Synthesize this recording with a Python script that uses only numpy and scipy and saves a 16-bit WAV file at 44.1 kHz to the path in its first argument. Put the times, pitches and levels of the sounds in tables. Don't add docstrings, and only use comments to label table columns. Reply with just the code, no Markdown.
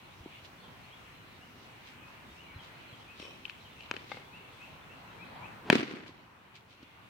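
import sys
import numpy as np
from scipy import signal
from scipy.io import wavfile
from scipy.ndimage import minimum_filter1d

SR = 44100
rng = np.random.default_rng(int(sys.argv[2]) if len(sys.argv) > 2 else 0)


def pcm_store(signal):
    levels = np.round(np.clip(np.atleast_2d(signal), -1, 1) * 32767)
    wavfile.write(sys.argv[1], SR, levels.astype(np.int16).T)


N = 312889

# (frequency [Hz], relative density [dB])
AIR_SPECTRUM = [(15, -42), (25, -15), (54, -7), (97, 1), (142, -5), (177, -3), (331, -8), (666, -11),
                (733, -15), (868, -8), (1340, -14), (2640, -8), (4590, -19.5), (8000, -32), (10400, -58),
                (15000, -40)]
# (frequency [Hz], correlation [0-1])
COHERENCE = [(30, 0.19), (60, 0.96), (150, 0.77), (380, 0.66), (850, 0), (9000, 0), (15000, 0.86)]
# (frequency [Hz], relative density [dB])
ROAD_SPECTRUM = [(40, -15.5), (120, 3.5), (250, -2.5), (500, -8), (950, -1), (1600, -7), (3000, -25.5),
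                 (6000, -49), (15000, -65)]
# (closest approach [s], level [dB], time to half power [s])
CAR_PASSES = [(.7, -55, 0.058), (2.7, -56.5, 0.22), (5.43, -51.5, 0.29), (6.1, -53, 0.58)]
# (frequency [Hz], gain [dB], Q [1])
LEFT_PORT_PEAKS = [(2380, 5.5, 1.5), (4680, -11.5, 1.64), (10200, -6, 2.2), (13800, 14, 2.1)]
# (frequency [Hz], gain [dB], Q [1])
RIGHT_PORT_PEAKS = [(800, -1.5, 2.0), (4450, 2, 2.2), (10100, -3, 2.5), (13500, 11, 2.4)]
# (time [s], relative level [dB], frequency [Hz])
SOFT_THUDS = [(.205, -39.5, 80), (0.26, -29, 316), (2.31, -45.5, 72), (2.559, -34, 98), (2.927, -39.5, 124),
              (3.199, -36, 263), (3.914, -43, 130), (6.093, -28, 293), (6.829, -32, 268)]
# (time [s], decay [s], level [dB])
SHOE_SCUFFS = [(.451, 0.017, -50), (1.875, 0.048, -53), (2.64, 0.067, -56), (6.075, 0.023, -43.5),
               (6.558, 0.027, -46), (6.71, 0.042, -52.5), (6.829, .006, -50)]
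# (centre [s], pitch [Hz], relative level [dB])
FALLING_CHIRPS = [(.645, 3360, -52), (2.601, 3150, -47), (2.939, 3200, -49.5), (3.659, 3100, -48.5)]
# (centre [s], pitch [Hz], relative level [dB])
RISING_SLURS = [(.935, 3280, -52.5), (1.432, 2890, -53.5), (2.399, 2835, -50), (3.101, 2560, -49.5),
                (3.808, 2784, -50), (4.35, 2690, -48), (4.629, 2610, -48), (4.918, 2683, -52),
                (5.217, 2434, -45.5), (5.445, 2460, -46)]
# (centre [s], pitch [Hz])
LOW_WHISTLES = [(2.048, 2600), (2.5, 2340)]
# (time [s], level [dB])
FRAME_HITS = [(3.198, -44.5), (3.237, -50), (3.253, -48.5), (3.289, -64)]
# (frequency [Hz], gain [dB], t60 [s])
FRAME_MODES = [(567, -5, 0.02), (1126, 2.5, 0.0078), (2540, 0, 0.027), (2930, -9, .04), (3080, 2, 0.022),
               (3850, -19, 0.034), (5400, -6, 0.036), (5700, -12, .04), (6400, -20, .03), (8040, -22, .06),
               (8700, -17, .02)]
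# (frequency [Hz], relative density [dB])
SCATTER_SPECTRUM = [(60, -11), (150, 13.5), (330, 16.5), (540, 1), (1000, 4), (2500, 3.5), (4500, 3.5),
                    (7000, -2), (10000, 2), (15000, -2)]
# (delay [s], slap gain [dB], boom gain [dB], boom frequency [Hz])
NEAR_WALLS = [(.0267, -8.5, -21.5, 385), (.0532, -6.5, -26, 258), (.097, -19, -39, 298),
              (.106, -15, -45, 280), (.129, -20, -34, 280), (.236, -36, -36.5, 252)]
# (time [s], level [dB], low cut [Hz], top cut [Hz], echo send [dB], ground bounce lag [s])
BAT_BLOWS_AND_ECHO = [(3.4533, -18.5, 2550, 3500, -8, 0.00076), (3.497, -25, 1840, 4700, -17, 0.00076),
                      (3.807, -31.5, 2370, 4530, 1.5, 0.00074), (3.9128, -17, 430, 7500, -8.5, 0.00075),
                      (3.9655, -24, 2120, 4460, -9, .00074), (5.7009, -3, 140, 8650, 1.5, 0.0012)]
# (frequency [Hz], gain [dB], t60 [s], left over right [dB])
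BAT_MODES = [(218, -5, 0.017, 0.5), (620, -14.5, 0.017, -1), (1000, -17.5, 0.018, -2),
             (1870, -0.5, 0.0039, 2), (2510, -9, 0.0073, 14), (3024, -18, 0.026, 11),
             (4400, -24, 0.0056, -26), (6230, -34, 0.026, 6), (12500, -45, 0.0025, 0)]
# (time [s], level [dB])
PLATE_KNOCK_AND_ECHO = [(4.1166, -35.5), (4.12, -46), (4.1702, -47)]
# (frequency [Hz], gain [dB], t60 [s])
PLATE_MODES = [(170.4, -35, .04), (487, -1.5, 0.03), (806, 1.5, 0.033), (1230, 1, 0.021),
               (1584, -4.5, 0.047), (1830, -7, 0.017), (2130, -3.5, 0.069), (2660, -3.5, .014),
               (3560, -10.5, 0.054), (4700, -10, 0.013)]


def from_db(db):
    return 10 ** (np.asarray(db) / 20)


def unit_rms(x):
    return x / np.sqrt(np.mean(x ** 2) + 1e-20)


def at_hz(points, hz):
    freqs_hz, values = np.array(points).T
    return np.interp(np.log(hz), np.log(freqs_hz), values)


def seconds(length_s):
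    return np.arange(int(length_s * SR)) / SR


def pan(left_over_right_db):
    return from_db(np.array([[1], [-1]]) * left_over_right_db / 2)


def add(out, time_s, sound):
    at = max(round(time_s * SR), 0)
    out[..., at:at + sound.shape[-1]] += sound[..., :max(out.shape[-1] - at, 0)]


def cut(x, hz, kind, order=2):
    sos = signal.butter(order, np.clip(hz, 10, .45 * SR), kind, fs=SR, output="sos")
    return signal.sosfilt(sos, x)


def ring(hz, t60_s):
    t = seconds(.5)
    return np.sin(2 * np.pi * hz * t) * from_db(-60 * t / t60_s)


def drift(rate_hz, size):
    knots = rng.standard_normal(int(N / SR * 100))
    return np.interp(np.arange(size) / SR * rate_hz, np.arange(len(knots)), knots)


def reflections(t, decay_s):
    return rng.standard_normal((2, len(t))) * np.exp(-t / decay_s) / np.sqrt(decay_s * SR / 2)


def diffuse_noise(spectrum, flicker_db, size=N):
    out, edges_hz = 0, 24 * 2 ** np.arange(0, 9.6, .5)
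    white = rng.standard_normal((2, 2, size))
    for k, (low_hz, high_hz) in enumerate(zip(edges_hz, edges_hz[1:])):
        mid, side = cut(white[k % 2], [low_hz, high_hz], "band")
        hz = np.sqrt(low_hz * high_hz)
        alike = at_hz(COHERENCE, hz)
        gain = from_db(at_hz(spectrum, hz) + flicker_db * drift(11, size))
        out = out + gain * (np.sqrt(1 + alike) * mid + np.sqrt(1 - alike) * side * [[1], [-1]])
    return unit_rms(out)


def still_air(level_db=-55.5):
    return from_db(level_db) * diffuse_noise(AIR_SPECTRUM, flicker_db=2.5)


def traffic(wash_db=-58.5):
    t = np.arange(N) / SR
    car_power = sum(from_db(db) ** 2 / (1 + ((t - s) / half_s) ** 2) for s, db, half_s in CAR_PASSES)
    return np.sqrt(from_db(wash_db) ** 2 + car_power) * diffuse_noise(ROAD_SPECTRUM, flicker_db=2.0)


def mic_ports(x, share=1):
    out = []
    for channel, peaks in zip(x, (LEFT_PORT_PEAKS, RIGHT_PORT_PEAKS)):
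        for hz, db, q in peaks:
            w, gain = 2 * np.pi * hz / SR, from_db(share * db / 2)
            width = np.sin(w) / (2 * q)
            b = [1 + width * gain, -2 * np.cos(w), 1 - width * gain]
            a = [1 + width / gain, -2 * np.cos(w), 1 - width / gain]
            channel = signal.lfilter(b, a, channel)
        out.append(channel)
    return np.array(out)


def thuds(trim_db=-1.0, t60_cycles=6):
    out = np.zeros(N)
    for s, db, hz in SOFT_THUDS:
        thud = cut(ring(hz, t60_cycles / hz), [hz / 2, 3 * hz], "band", order=1)
        add(out, s, from_db(db + trim_db) * thud)
    return out


def rustles(grain_db=6.0, band_hz=(2000, 4300), attack_share=.41):
    stirs = [(rows[0][0], .064, -51) for rows in (FRAME_HITS, PLATE_KNOCK_AND_ECHO)]
    net_grazes = [(blow[0], .012, -51.5) for blow in BAT_BLOWS_AND_ECHO[:2]]
    envelope = np.zeros(N)
    for s, decay_s, db in list(SHOE_SCUFFS) + stirs + net_grazes:
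        age = (np.arange(N) / SR - s) / decay_s
        fade = np.maximum(age, -age / attack_share)
        envelope += from_db(db) * np.exp(-np.minimum(fade, 20))
    grains = rng.standard_normal((2, N)) * from_db(grain_db * np.minimum(rng.exponential(1, N), 5))
    return envelope * unit_rms(cut(grains, band_hz, "band")) * pan(.37)


def bird_note(length_s, hz, glide_oct, dip_oct=0, waver=.016):
    size = int(length_s * SR)
    octaves = glide_oct * np.linspace(-.5, .5, size) - dip_oct * (np.hanning(size) - .5)
    pitch_hz = hz * 2 ** octaves * (1 + waver * drift(272, size))
    return np.sqrt(np.hanning(size)) * np.sin(2 * np.pi * np.cumsum(pitch_hz) / SR)


def near_birds(lead_s=.042, lead_ratio=1.29, whistle_s=.12):
    song = np.zeros(N)
    kinds = (RISING_SLURS, .065, .27, .09), (FALLING_CHIRPS, .035, -.22, .04)
    for phrases, length_s, glide_oct, ahead_s in kinds:
        for s, hz, db in phrases:
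            lead = from_db(min(-57, db - 6.5)) * bird_note(lead_s, hz * lead_ratio, .63 * glide_oct)
            add(song, s - ahead_s - lead_s / 2, lead)
            add(song, s - length_s / 2, from_db(db) * bird_note(length_s, hz, glide_oct))
    for s, hz in LOW_WHISTLES:
        add(song, s - whistle_s / 2, from_db(-53.5) * bird_note(whistle_s, hz, 0, dip_oct=.129))
    return song


def birds(direct_db=-4.5, leaves_db=-4.0, chorus_db=-58.5, chorus_notes=70):
    song, chorus = near_birds(), np.zeros(N)
    for when, height, slope in rng.random((chorus_notes, 3)):
        note = bird_note(.058, hz=2300 + 1900 * height, glide_oct=.35 * (slope - .5))
        add(chorus, when * N / SR, from_db(chorus_db - 6.8 * height) * note)
    leaves = reflections(seconds(.44), decay_s=.065)
    blurred = signal.fftconvolve((from_db(leaves_db) * song + chorus)[None], leaves, axes=1)
    return from_db(direct_db) * song + blurred[:, :N]


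def struck(onsets, modes, uneven_db, detune=0):
    out, count = np.zeros(N), len(modes)
    for s, db in onsets:
        gains = from_db(db + uneven_db * rng.standard_normal(count)) * (-1) ** np.arange(count)
        shifts = 1 + detune * rng.standard_normal(count)
        for (hz, mode_db, t60_s), gain, shift in zip(modes, gains, shifts):
            add(out, s, gain * from_db(mode_db) * ring(hz * shift, t60_s))
    return out


def net_frame(mean_gap_s=.011, bounce_db=-7.0, bounces=4):
    lags_s = rng.exponential(mean_gap_s, (len(FRAME_HITS), bounces)).cumsum(axis=1)
    chatter = [(s + lag_s, db + bounce_db) for (s, db), row in zip(FRAME_HITS, lags_s) for lag_s in row]
    return struck(list(FRAME_HITS) + chatter, FRAME_MODES, uneven_db=3.0, detune=.018)


def far_walls(first_s=.1, last_s=.4, count=7, loss_db_per_s=32, boom_hz=293):
    delays_s = first_s + (last_s - first_s) * (np.arange(count) + rng.random(count)) / count
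    return [(s, -18 - loss_db_per_s * s, -41 - loss_db_per_s * s, boom_hz) for s in delays_s]


def scatter(t, onset_s=.025, near_t60_s=.71, far_t60_s=1.1, crackle_db=2.5):
    noise = diffuse_noise(SCATTER_SPECTRUM, flicker_db=.5, size=len(t)) / np.sqrt(SR / 10)
    crackle = from_db(crackle_db * drift(370, len(t)))
    tails = from_db(-1.5 - 60 * t / near_t60_s) + from_db(-8.5 - 60 * t / far_t60_s)
    return noise * crackle * tails * np.clip(2 * t / onset_s - 1, 0, 1)


def yard_echoes(x, close_delay_s=.0016, right_lag_s=.0005, boom_t60_cycles=11.2):
    t = seconds(1.2)
    response = scatter(t)
    add(response, close_delay_s, from_db(-8.5) * cut(reflections(t, decay_s=.0097), 4500, "low"))
    for delay_s, slap_db, boom_db, boom_hz in list(NEAR_WALLS) + far_walls():
        top_hz = 24000 / (1 + delay_s / .046)
        boom = -from_db(boom_db) * ring(boom_hz, boom_t60_cycles / boom_hz)
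        for side, smear in enumerate(reflections(t, decay_s=.008)):
            slap = from_db(slap_db) * cut(signal.unit_impulse(len(t)) + smear, top_hz, "low")
            arrival_s = delay_s + side * right_lag_s
            add(response[side], arrival_s, slap)
            add(response[side], arrival_s, boom)
    return signal.fftconvolve(x[None], response, axes=1)[:, :N]


def bat(pulse_db=17.0, edge_db=-37.0, ground_db=-4.5):
    ringing, to_walls = np.zeros((2, N)), np.zeros(N)
    modes = [from_db(db) * ring(hz, t60_s) * pan(side_db) for hz, db, t60_s, side_db in BAT_MODES]
    barrel = sum(modes[1:]) - modes[0]
    click = signal.unit_impulse(SR // 10)
    pulse = from_db(pulse_db) * (cut(click, 3100, "low") - from_db(edge_db) * click)
    for s, db, low_hz, top_hz, send_db, ground_lag_s in BAT_BLOWS_AND_ECHO:
        tone = from_db(db) * cut(barrel, [low_hz, top_hz], "band")
        add(ringing, s, tone)
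        add(ringing, s + ground_lag_s, from_db(ground_db) * tone)
        add(to_walls, s, from_db(db + send_db) * cut(pulse, [low_hz, top_hz], "band"))
    return ringing, to_walls


def home_plate():
    return struck(PLATE_KNOCK_AND_ECHO, PLATE_MODES, uneven_db=1.5)


def swing(peak_s=5.69, width_s=.035, level_db=-45):
    speed = np.exp(-((np.arange(N) / SR - peak_s) / width_s) ** 2)
    rush = cut(rng.standard_normal(N), [130, 3500], "band")
    return from_db(level_db) * speed * unit_rms(cut(rush, 600, "low", order=1))


def scene(plate_send_db=-13.5, frame_send_db=-2.0, mic_hiss_db=-69.5):
    barrel, to_walls = bat()
    plate, frame = home_plate(), net_frame()
    to_walls += from_db(plate_send_db) * plate + from_db(frame_send_db) * frame
    echoes = mic_ports(yard_echoes(to_walls))
    background = mic_ports(still_air() + birds() + traffic(), share=.62)
    hiss = from_db(mic_hiss_db) * rng.standard_normal((2, N))
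    batter = thuds() + rustles() + (frame + plate) * pan(6.6) + barrel + swing()
    return background + hiss + batter + echoes


def gain_control(x, threshold_db=-10.0, depth_db=7.0, hold_s=1.0, release_db_per_s=10.0, attack_s=.047):
    over_db = np.clip(20 * np.log10(np.abs(x).max(axis=0) + 1e-9) - threshold_db, 0, depth_db)
    size = int(hold_s * SR) | 1
    held_db = -minimum_filter1d(-over_db, size, origin=size // 2, mode="constant")
    ramp_db = release_db_per_s * np.arange(N) / SR
    duck_db = np.maximum.accumulate(held_db + ramp_db) - ramp_db
    pole = np.exp(-1 / (attack_s * SR))
    return x * from_db(-signal.lfilter([1 - pole], [1, -pole], duck_db))


def record(dry, ceiling=.95, top_hz=15900):
    clipped = np.clip(gain_control(dry), -ceiling, ceiling)
    return signal.sosfilt(signal.ellip(10, .1, 70, top_hz, fs=SR, output="sos"), clipped)


dry = scene()
out = record(dry)
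pcm_store(out)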